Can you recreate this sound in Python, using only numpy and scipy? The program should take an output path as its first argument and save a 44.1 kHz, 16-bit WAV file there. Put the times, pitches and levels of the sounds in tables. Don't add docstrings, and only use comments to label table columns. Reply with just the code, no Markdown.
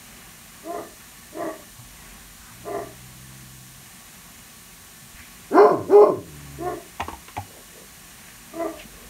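import sys
import numpy as np
from scipy import signal
from scipy.fft import rfft, irfft, next_fast_len
from scipy.io import wavfile
from scipy.ndimage import uniform_filter1d, minimum_filter1d, map_coordinates

SR = 44100
rng = np.random.default_rng(int(sys.argv[2]) if len(sys.argv) > 2 else 0)


def dump(signal):
    limited = np.clip(np.atleast_2d(signal).T, -1, 1)
    pcm = np.round(limited * 32767).astype(np.int16)
    wavfile.write(sys.argv[1], SR, pcm)


N = 400869
FADE_S = 0.018


def amp(db):
    return 10 ** (np.asarray(db) / 20)


def unit(x):
    return x / np.sqrt(np.mean(x ** 2) + 1e-20)


def along(points, hz):
    f, v = np.transpose(points)
    return np.interp(np.log(hz + 1), np.log(f + 1), v)


def curves(rows, t):
    s, *cols = np.transpose(rows)
    return [np.interp(t, s, c) for c in cols]


def add(track, s, x):
    part = track[max(round(s * SR), 0):][:len(x)]
    part += x[:len(part)]


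def wobble(rate, size):
    return map_coordinates(rng.standard_normal(1024), [np.arange(size) * rate / SR], mode="wrap")


def filtered(x, response):
    m = next_fast_len(len(x) + 8192)
    return irfft(rfft(x, m) * response(np.fft.rfftfreq(m, 1 / SR)), m)[:len(x)]


def coloured(x, spectrum):
    return filtered(x, lambda hz: amp(along(spectrum, hz)))


def below(hz, edge_hz):
    return 1 / (1 + (hz / edge_hz) ** 16)


def steady(x):
    power = signal.fftconvolve(x ** 2, np.hanning(2048) / 1024, "same")
    return x / np.sqrt(np.abs(power) + 1e-14)


def span(start, end):
    t = np.arange(int(start * SR), int(end * SR)) / SR
    return t, np.clip(np.minimum(t - t[0], t[-1] - t) / FADE_S, 0, 1)


def climb(age, length):
    return 1 - (1 - np.clip(age / length, 0, 1)) ** 2


def bell(t, centre, width):
    return np.exp(-((t - centre) / width) ** 2)


def plateau(t, centre, width):
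    return np.exp(-np.square(((t - centre) / width) ** 2))


def resonances(hz, modes):
    return sum((-1) ** k * amp(db) * 1j * hz * w / (c * c - hz * hz + 1j * hz * w)
               for k, (c, w, db) in enumerate(modes))


def throat_gain(hz, modes):
    return sum(amp(db) / (1 + ((hz - c) / w) ** 2) ** 1.5 for c, w, db in modes)


# frequency in Hz, relative density in dB.
HISS_SPECTRUM = [(1530, -17), (2600, -10), (3210, -3), (3460, -3), (4150, -1.5), (4930, -5), (5770, -1),
                 (6970, -0.5), (7680, -3), (8800, 1), (10400, -5), (11300, -2.5), (12900, -4), (15200, -7),
                 (15700, -9)]
AIR_SPECTRUM = [(47, -43), (80, -2), (150, -3.5), (173, 3.5), (206, -3.5), (239, 1.5), (272, -9.5),
                (391, -9.5), (487, -16), (776, -8.5), (847, -13), (1120, -9), (1290, -12.5), (1780, -8.5),
                (2600, -11.5), (3380, -19.5), (5720, -120)]
RUMBLE_SPECTRUM = [(15, -34), (28, -21), (43, 5), (62, -0.5), (90, -13.5), (140, -12), (300, -74)]
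# centre in seconds, rise in dB, half length in seconds.
RUMBLE_SWELLS = [(2.0, 6, 0.6), (8.9, 8, 0.5)]
HISS_DB = -47.5
AIR_DB, AIR_WANDER_DB = -50, 1.0
RUMBLE_DB, RUMBLE_WANDER_DB = -59.5, 0.5


def background():
    def noise(spectrum):
        return unit(coloured(rng.standard_normal(N), spectrum))

    swell_db = sum(db * bell(np.arange(N) / SR, s, width) for s, db, width in RUMBLE_SWELLS)
    air = amp(AIR_DB + AIR_WANDER_DB * wobble(5, N)) * noise(AIR_SPECTRUM)
    rumble = amp(RUMBLE_DB + swell_db + RUMBLE_WANDER_DB * wobble(2, N)) * noise(RUMBLE_SPECTRUM)
    return air + rumble + amp(HISS_DB) * noise(HISS_SPECTRUM)


# centre in Hz, width in Hz, rms level in dB.
HISS_HUMPS = [(1115, 27, -65.5), (1768, 8.3, -66), (2534, 20, -70), (2901, 37, -65.5), (7130, 120, -65)]


def humps():
    def band(centre, width):
        return unit(filtered(rng.standard_normal(N), lambda hz: throat_gain(hz, [(centre, width, 0)])))

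    return sum(amp(db) * band(centre, width) for centre, width, db in HISS_HUMPS)


# centre in seconds, level in dB, length in seconds, pitch centre in Hz.
BRUSHES = [(1.018, -51, 0.029, 1550), (1.807, -54, 0.038, 930), (2.458, -50.5, 0.054, 1280),
           (3.32, -62, 0.014, 1150), (5.197, -43.5, 0.011, 1519), (5.22, -48.5, 0.046, 2150),
           (7.499, -49.5, 0.022, 415), (7.574, -49, 0.034, 470), (7.797, -50, 0.043, 417),
           (8.277, -52.5, 0.074, 1860), (8.807, -45, 0.027, 2480), (8.972, -54.5, 0.23, 432)]


def brushes(octaves=0.46, grain_db=3):
    out, t = np.zeros(N), np.arange(-SR // 4, SR // 4) / SR
    for s, db, length, centre_hz in BRUSHES:
        rub = filtered(rng.standard_normal(len(t)),
                       lambda hz: 1 / (1 + (np.log2((hz + 1) / centre_hz) / octaves) ** 2))
        grainy = unit(rub * amp(grain_db * wobble(123.4, len(t))))
        add(out, s + t[0], grainy * amp(db) * np.exp(-.5 * (t / length) ** 2))
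    return out


# start in seconds, level before the decay in dB, pitch in Hz, t60 in seconds.
BUMPS = [(1.786, -34, 120, 0.21), (2.395, -34, 55.5, 0.11), (5.024, -42, 129, 0.29),
         (5.145, -33.5, 50, 0.075), (5.195, -32.5, 74.4, 0.081), (7.017, -28.5, 82, 0.25),
         (7.125, -32.5, 65, 0.18), (7.379, -24.5, 98.7, 0.2), (8.853, -21, 206, 0.03)]


def bumps(attack=0.005):
    out, t = np.zeros(N), np.arange(SR // 3) / SR
    for s, db, hz, t60 in BUMPS:
        ring = amp(db - 60 * t / t60) * np.sin(2 * np.pi * hz * t)
        add(out, s, ring * (1 - np.exp(-t / attack)))
    return out


# time in seconds, pulse rate in Hz, level in dB before that growl's gain.
GROWLS = [
    [(2.5, 58.4, -51), (2.67, 60.96, -49), (2.944, 60.74, -47.5), (3.306, 65.7, -46), (3.576, 64.5, -47.5),
     (3.864, 66, -53), (3.9, 66.4, -55)],
    [(6.14, 105.3, -40), (6.196, 92.5, -42), (6.266, 82.0, -49), (6.332, 74.6, -46), (6.454, 70.8, -45),
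     (6.664, 68.5, -41.5), (6.78, 62.6, -53)],
]
# multiple of the pulse rate, relative level in dB.
GROWL_OVERTONES = [
    [(1, -6), (2, 1.5), (3, -5.5), (4, -34), (5, -13.5), (6, -41)],
    [(1, 1.5), (2, 5.5), (3, -13), (4, -3.5), (5, -12.5), (6, -16.5)],
]
GROWL_GAINS = [0, 2.5]


def growling():
    out = np.zeros(N)
    for rows, overtones, gain_db in zip(GROWLS, GROWL_OVERTONES, GROWL_GAINS):
        t, fade = span(rows[0][0], rows[-1][0])
        pitch, db = curves(rows, t)
        phase = 2 * np.pi * np.cumsum(pitch * (1 + 0.014 * wobble(47.6, len(t)))) / SR
        tone = unit(sum(amp(level) * np.cos(k * phase) for k, level in overtones))
        add(out, t[0], tone * fade * amp(db + gain_db + 0.6 * wobble(35.7, len(t))))
    return out


# start in seconds, overall level in dB, snap relative to it in dB, cavity pitch factor.
SMACKS = [(6.997, -13.5, -29, 0.88), (7.003, -12.5, -4.5, 1.01), (7.008, -16.5, -6.5, 0.74),
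          (7.082, -13.5, -21, 1), (7.09, -19.5, -10.5, 0.98), (7.130, -21, -11.5, 0.92),
          (7.282, -27.5, -1.5, 1.23), (7.366, -18, -5, 1.02), (7.374, -13.5, -17, 0.78)]
# resonance in Hz, width in Hz, level in dB.
MOUTH_CAVITY = [(330, 133, -2), (710, 98, -2), (857, 120, 6), (1143, 210, -1)]
# frequency in Hz, relative density in dB.
SNAP_SPECTRUM = [(760, -26), (1300, -2), (1920, -1), (2440, 4.5), (3460, -8), (5400, -19.5), (6250, -10),
                 (9000, -37), (11700, -58), (19800, -120)]


def smacks(ring_t60=0.051, snap_t60=0.026):
    out, t = np.zeros(N), np.arange(SR // 6) / SR
    for s, db, snap_db, shape in SMACKS:
        cavity = filtered(rng.standard_normal(len(t)), lambda hz: resonances(hz / shape, MOUTH_CAVITY))
        ring = unit(cavity) * amp(-60 * t / ring_t60)
        snap = unit(coloured(rng.standard_normal(len(t)), SNAP_SPECTRUM)) * amp(-60 * t / snap_t60)
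        onset = 1 - np.exp(-t / .0003)
        add(out, s, (amp(db - 7) * ring + amp(db + snap_db - 4) * snap) * onset)
    return out


def gliding(x, centre_hz, width_hz):
    turn = np.exp(2j * np.pi * np.cumsum(centre_hz) / SR)
    lowpass = signal.butter(1, width_hz / 2, fs=SR, output="sos")
    return 2 * np.real(turn * signal.sosfiltfilt(lowpass, x / turn, padtype=None))


def folds(pitch, rough, jitter, shimmer_db):
    phase = 2 * np.pi * np.cumsum(pitch * (1 + jitter * rough * wobble(171.5, len(pitch)))) / SR
    pulses = np.cos(np.arange(1, 41)[:, None] * phase).sum(axis=0) * 2 * np.sqrt(pitch / SR)
    pulses *= amp(shimmer_db * rough * wobble(212.5, len(pitch)))
    puffs = unit(rng.standard_normal(len(pitch)) * (1 + np.cos(phase)))
    return pulses, puffs, phase


def voice(pitch, rough, levels_db, tract, split_hz, jitter, shimmer_db, top_rasp, chest_wall_db, flutter_db):
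    chest_db, mouth_db, top_db = levels_db
    rough = np.clip(rough, 0, .95)
    pulses, puffs, phase = folds(pitch, rough, jitter, shimmer_db)

    def source(share):
        return tract(np.sqrt(1 - share) * pulses + np.sqrt(share) * puffs)

    def band(x, lo_hz, hi_hz):
        return steady(filtered(x, lambda hz: below(hz, hi_hz) * (1 - below(hz, lo_hz))))

    chest = band(source(rough ** 1.6), 60, 505)
    mouth = band(source(rough), 405, split_hz)
    top = band(source(rough ** top_rasp), split_hz, 9000)
    flutter = amp(flutter_db * wobble(72.6, len(pitch)))
    wall = amp(chest_wall_db) * np.sin(phase) / (1 + (pitch / 140) ** 4)
    return amp(chest_db) * (chest + wall) + flutter * (amp(mouth_db) * mouth + amp(top_db) * top)


def band_levels(age, push, levels_db, bands, haste=1):
    held, after = np.minimum(age, push) - push / 2, np.maximum(age - push, 0)
    return [db - depth * (1 - climb(age, attack)) + drift * held - haste * release * after
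            for db, (attack, depth, drift, release) in zip(levels_db, bands)]


# start in seconds, length of the push in seconds, chest level in dB, mouth band and
# top band relative to it in dB, pitch after the scoop in Hz, share of it that the scoop starts below,
# factor on the throat resonances.
WOOFS = [(0.622, 0.15, -35.5, 4.5, -14, 349.7, 0.3, 1.014), (1.315, 0.15, -34.5, 5, -9, 333.3, 0.14, 0.98),
         (2.628, 0.15, -33.5, 2.5, -12, 351.5, 0.094, 1.005),
         (6.574, 0.1, -25, -3.5, -18.5, 359.9, 0.179, 0.993),
         (8.515, 0.14, -34, 6.5, -13, 334.8, 0.08, 1.017)]
# attack in seconds, depth of the attack in dB,
# drift during the push in dB/s, release in dB/s.
WOOF_BANDS = [(0.093, 21.5, 1, 169), (0.091, 34, -15, 163), (0.12, 36, -9, 138)]
WOOF_CLEAREST = [0.13, 0.45, 0.5, 0.04, 0.1]
# resonance in Hz, width in Hz, level in dB.
CLOSED_THROAT = [(325, 165, -6), (401.7, 32, 0.5), (635, 44, 3.5), (663, 110, -3), (994, 160, -10.5),
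                 (1170, 30, 0.5), (1300, 160, -20), (1770, 74, -21), (1940, 180, -19)]
WOOF_S = 0.332
WOOF_SCOOP_S, WOOF_SAG_PER_S = 0.1, 0.5
WOOF_CLEAR_S, WOOF_CLEAR_WIDTH_S = 0.08, 0.052
WOOF_ROUGH = 0.61


def woofs():
    out = np.zeros(N)
    age, fade = span(0, WOOF_S)
    for (s, push, db, mouth_db, top_db, pitch_hz, scoop, lips), clearest in zip(WOOFS, WOOF_CLEAREST):
        below_pitch = scoop * (1 - climb(age, WOOF_SCOOP_S))
        sag = WOOF_SAG_PER_S * np.maximum(age - WOOF_SCOOP_S, 0)
        pitch = pitch_hz * (1 - below_pitch - sag)
        rough = WOOF_ROUGH + (clearest - WOOF_ROUGH) * plateau(age, WOOF_CLEAR_S, WOOF_CLEAR_WIDTH_S)
        levels_db = band_levels(age, push, (db, db + mouth_db, db + top_db), WOOF_BANDS)

        def tract(x):
            return filtered(x, lambda hz: throat_gain(hz / lips, CLOSED_THROAT))

        call = voice(pitch, rough, levels_db, tract, split_hz=1590, jitter=0.0612, shimmer_db=6.5,
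                     top_rasp=0.52, chest_wall_db=-6, flutter_db=2.37)
        add(out, s, fade * call)
    return out


# start in seconds, length of the push in seconds, chest level in dB, mouth band and
# top band relative to it in dB, target pitch in Hz, pitch climb in seconds, factor on the release speed.
BARKS = [(5.497, 0.17, -14, -2, -14.5, 424, 0.14, 1), (5.866, 0.18, -13, -2, -18.5, 413, 0.09, 1.36)]
# attack in seconds, depth of the attack in dB,
# drift during the push in dB/s, release in dB/s before the factor.
BARK_BANDS = [(0.089, 31, -30, 116), (0.11, 42, 38, 179), (0.084, 41, -5, 163)]
BARK_MID_ROUGH = [0.25, 0.02]
# resonance in Hz, width in Hz, level in dB.
OPEN_THROAT = [(299, 91, -10.5), (368, 24, -5), (396, 52, -8.5), (602, 80, -4.5), (1116, 130, -32),
               (2070, 100, -29), (2390, 190, -39), (2880, 110, -42.5), (4230, 200, -38), (4640, 220, -43.5),
               (5420, 300, -36.5)]
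# resonance in Hz, width in Hz, level in dB.
GAPE = [
    [(703, 20, -3.5), (1450, 190, -18.5)],
    [(614, 52, -3.5), (1410, 140, -25), (2470, 110, -40)],
]
# pitch in Hz, half width in Hz, gain in dB.
PASSING = [(297, 73, -14), (180, 34, 9)]
BARK_S = 0.39
SLACK_HZ, SLACKEN_S = 88.63, 0.044
BARK_ROUGH = 0.2
BARK_MID_S, BARK_MID_WIDTH_S = 0.105, 0.044
BREAK_ROUGH, BREAK_WIDTH_S = 0.36, 0.03
RASP_DB = 32
JAW_SHUT_HZ, JAW_OPEN_HZ, JAW_DROP_S = 720, 1051, 0.17
TREBLE_HZ, TREBLE_OPEN_DB, TREBLE_SHUT_DB = 1990, 4.5, -20


def barks(jaw_db=-5, jaw_width_hz=170):
    out = np.zeros(N)
    age, fade = span(0, BARK_S)
    opening = climb(age, JAW_DROP_S)
    jaw_hz = JAW_SHUT_HZ + (JAW_OPEN_HZ - JAW_SHUT_HZ) * opening
    treble = amp(TREBLE_SHUT_DB + (TREBLE_OPEN_DB - TREBLE_SHUT_DB) * opening)

    def jaw(x):
        return amp(jaw_db) * gliding(filtered(x, lambda hz: below(hz, 1870)), jaw_hz, jaw_width_hz)

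    def lips(x):
        return x + (treble - 1) * filtered(x, lambda hz: 1 - below(hz, TREBLE_HZ))

    for row, mid_rough, gape in zip(BARKS, BARK_MID_ROUGH, GAPE):
        s, push, db, mouth_db, top_db, pitch_hz, climb_s, haste = row
        tension = climb(age, climb_s) * np.exp(-np.maximum(age - push, 0) / SLACKEN_S)
        pitch = SLACK_HZ + (pitch_hz - SLACK_HZ) * tension
        rasp = (mid_rough - BARK_ROUGH) * plateau(age, BARK_MID_S, BARK_MID_WIDTH_S)
        rough = BARK_ROUGH + rasp + BREAK_ROUGH * bell(age, push, BREAK_WIDTH_S)
        passing_db = (age > push) * sum(gain * bell(pitch, hz, width) for hz, width, gain in PASSING)
        full_db = (db + passing_db, db + mouth_db, db + top_db + RASP_DB * rasp)
        levels_db = band_levels(age, push, full_db, BARK_BANDS, haste)

        def tract(x):
            throat = filtered(x, lambda hz: throat_gain(hz, OPEN_THROAT) + throat_gain(hz, gape))
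            return lips(throat) + jaw(x)

        call = voice(pitch, rough, levels_db, tract, split_hz=1088, jitter=0.0715, shimmer_db=3,
                     top_rasp=0.49, chest_wall_db=-1.5, flutter_db=2.3)
        add(out, s, fade * call)
    return out


# frequency in Hz, t60 in seconds.
ROOM_DECAY = [(150, 0.54), (500, 0.15), (1500, 0.26), (6000, 0.085)]


def bedroom(x):
    hz, t, z = signal.stft(rng.standard_normal(SR // 2), SR, nperseg=256)
    tail = signal.istft(z * amp(-60 * t / along(ROOM_DECAY, hz)[:, None]), SR, nperseg=256)[1]
    return signal.fftconvolve(x, np.pad(tail / np.linalg.norm(tail), (256, 0)))[:N]


def scene():
    calls, jaws = woofs() + barks(), smacks()
    room = bedroom(amp(-7) * calls + amp(-10) * jaws)
    return background() + humps() + brushes() + bumps() + growling() + room + jaws + calls


def gain_control(x, threshold_db=-17, slope=0.36, hold=0.14, glide=0.11):
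    level_db = 10 * np.log10(np.abs(uniform_filter1d(x ** 2, 1024)) + 1e-12)
    cut_db = -slope * np.maximum(level_db - threshold_db, 0)
    held, eased = int(hold * SR / 2), int(glide * SR / 2)
    cut_db = minimum_filter1d(cut_db, 2 * held + 1, origin=held)
    return x * amp(uniform_filter1d(cut_db, 2 * eased + 1, origin=eased))


CEILING = 0.75


def limiter(x, size=257):
    needed = CEILING / np.maximum(np.abs(x), CEILING)
    return x * uniform_filter1d(minimum_filter1d(needed, size), size)


TOP_HZ = 15750


def record(dry):
    return filtered(limiter(gain_control(dry)), lambda hz: hz < TOP_HZ)


dry = scene()
out = record(dry)
dump(out)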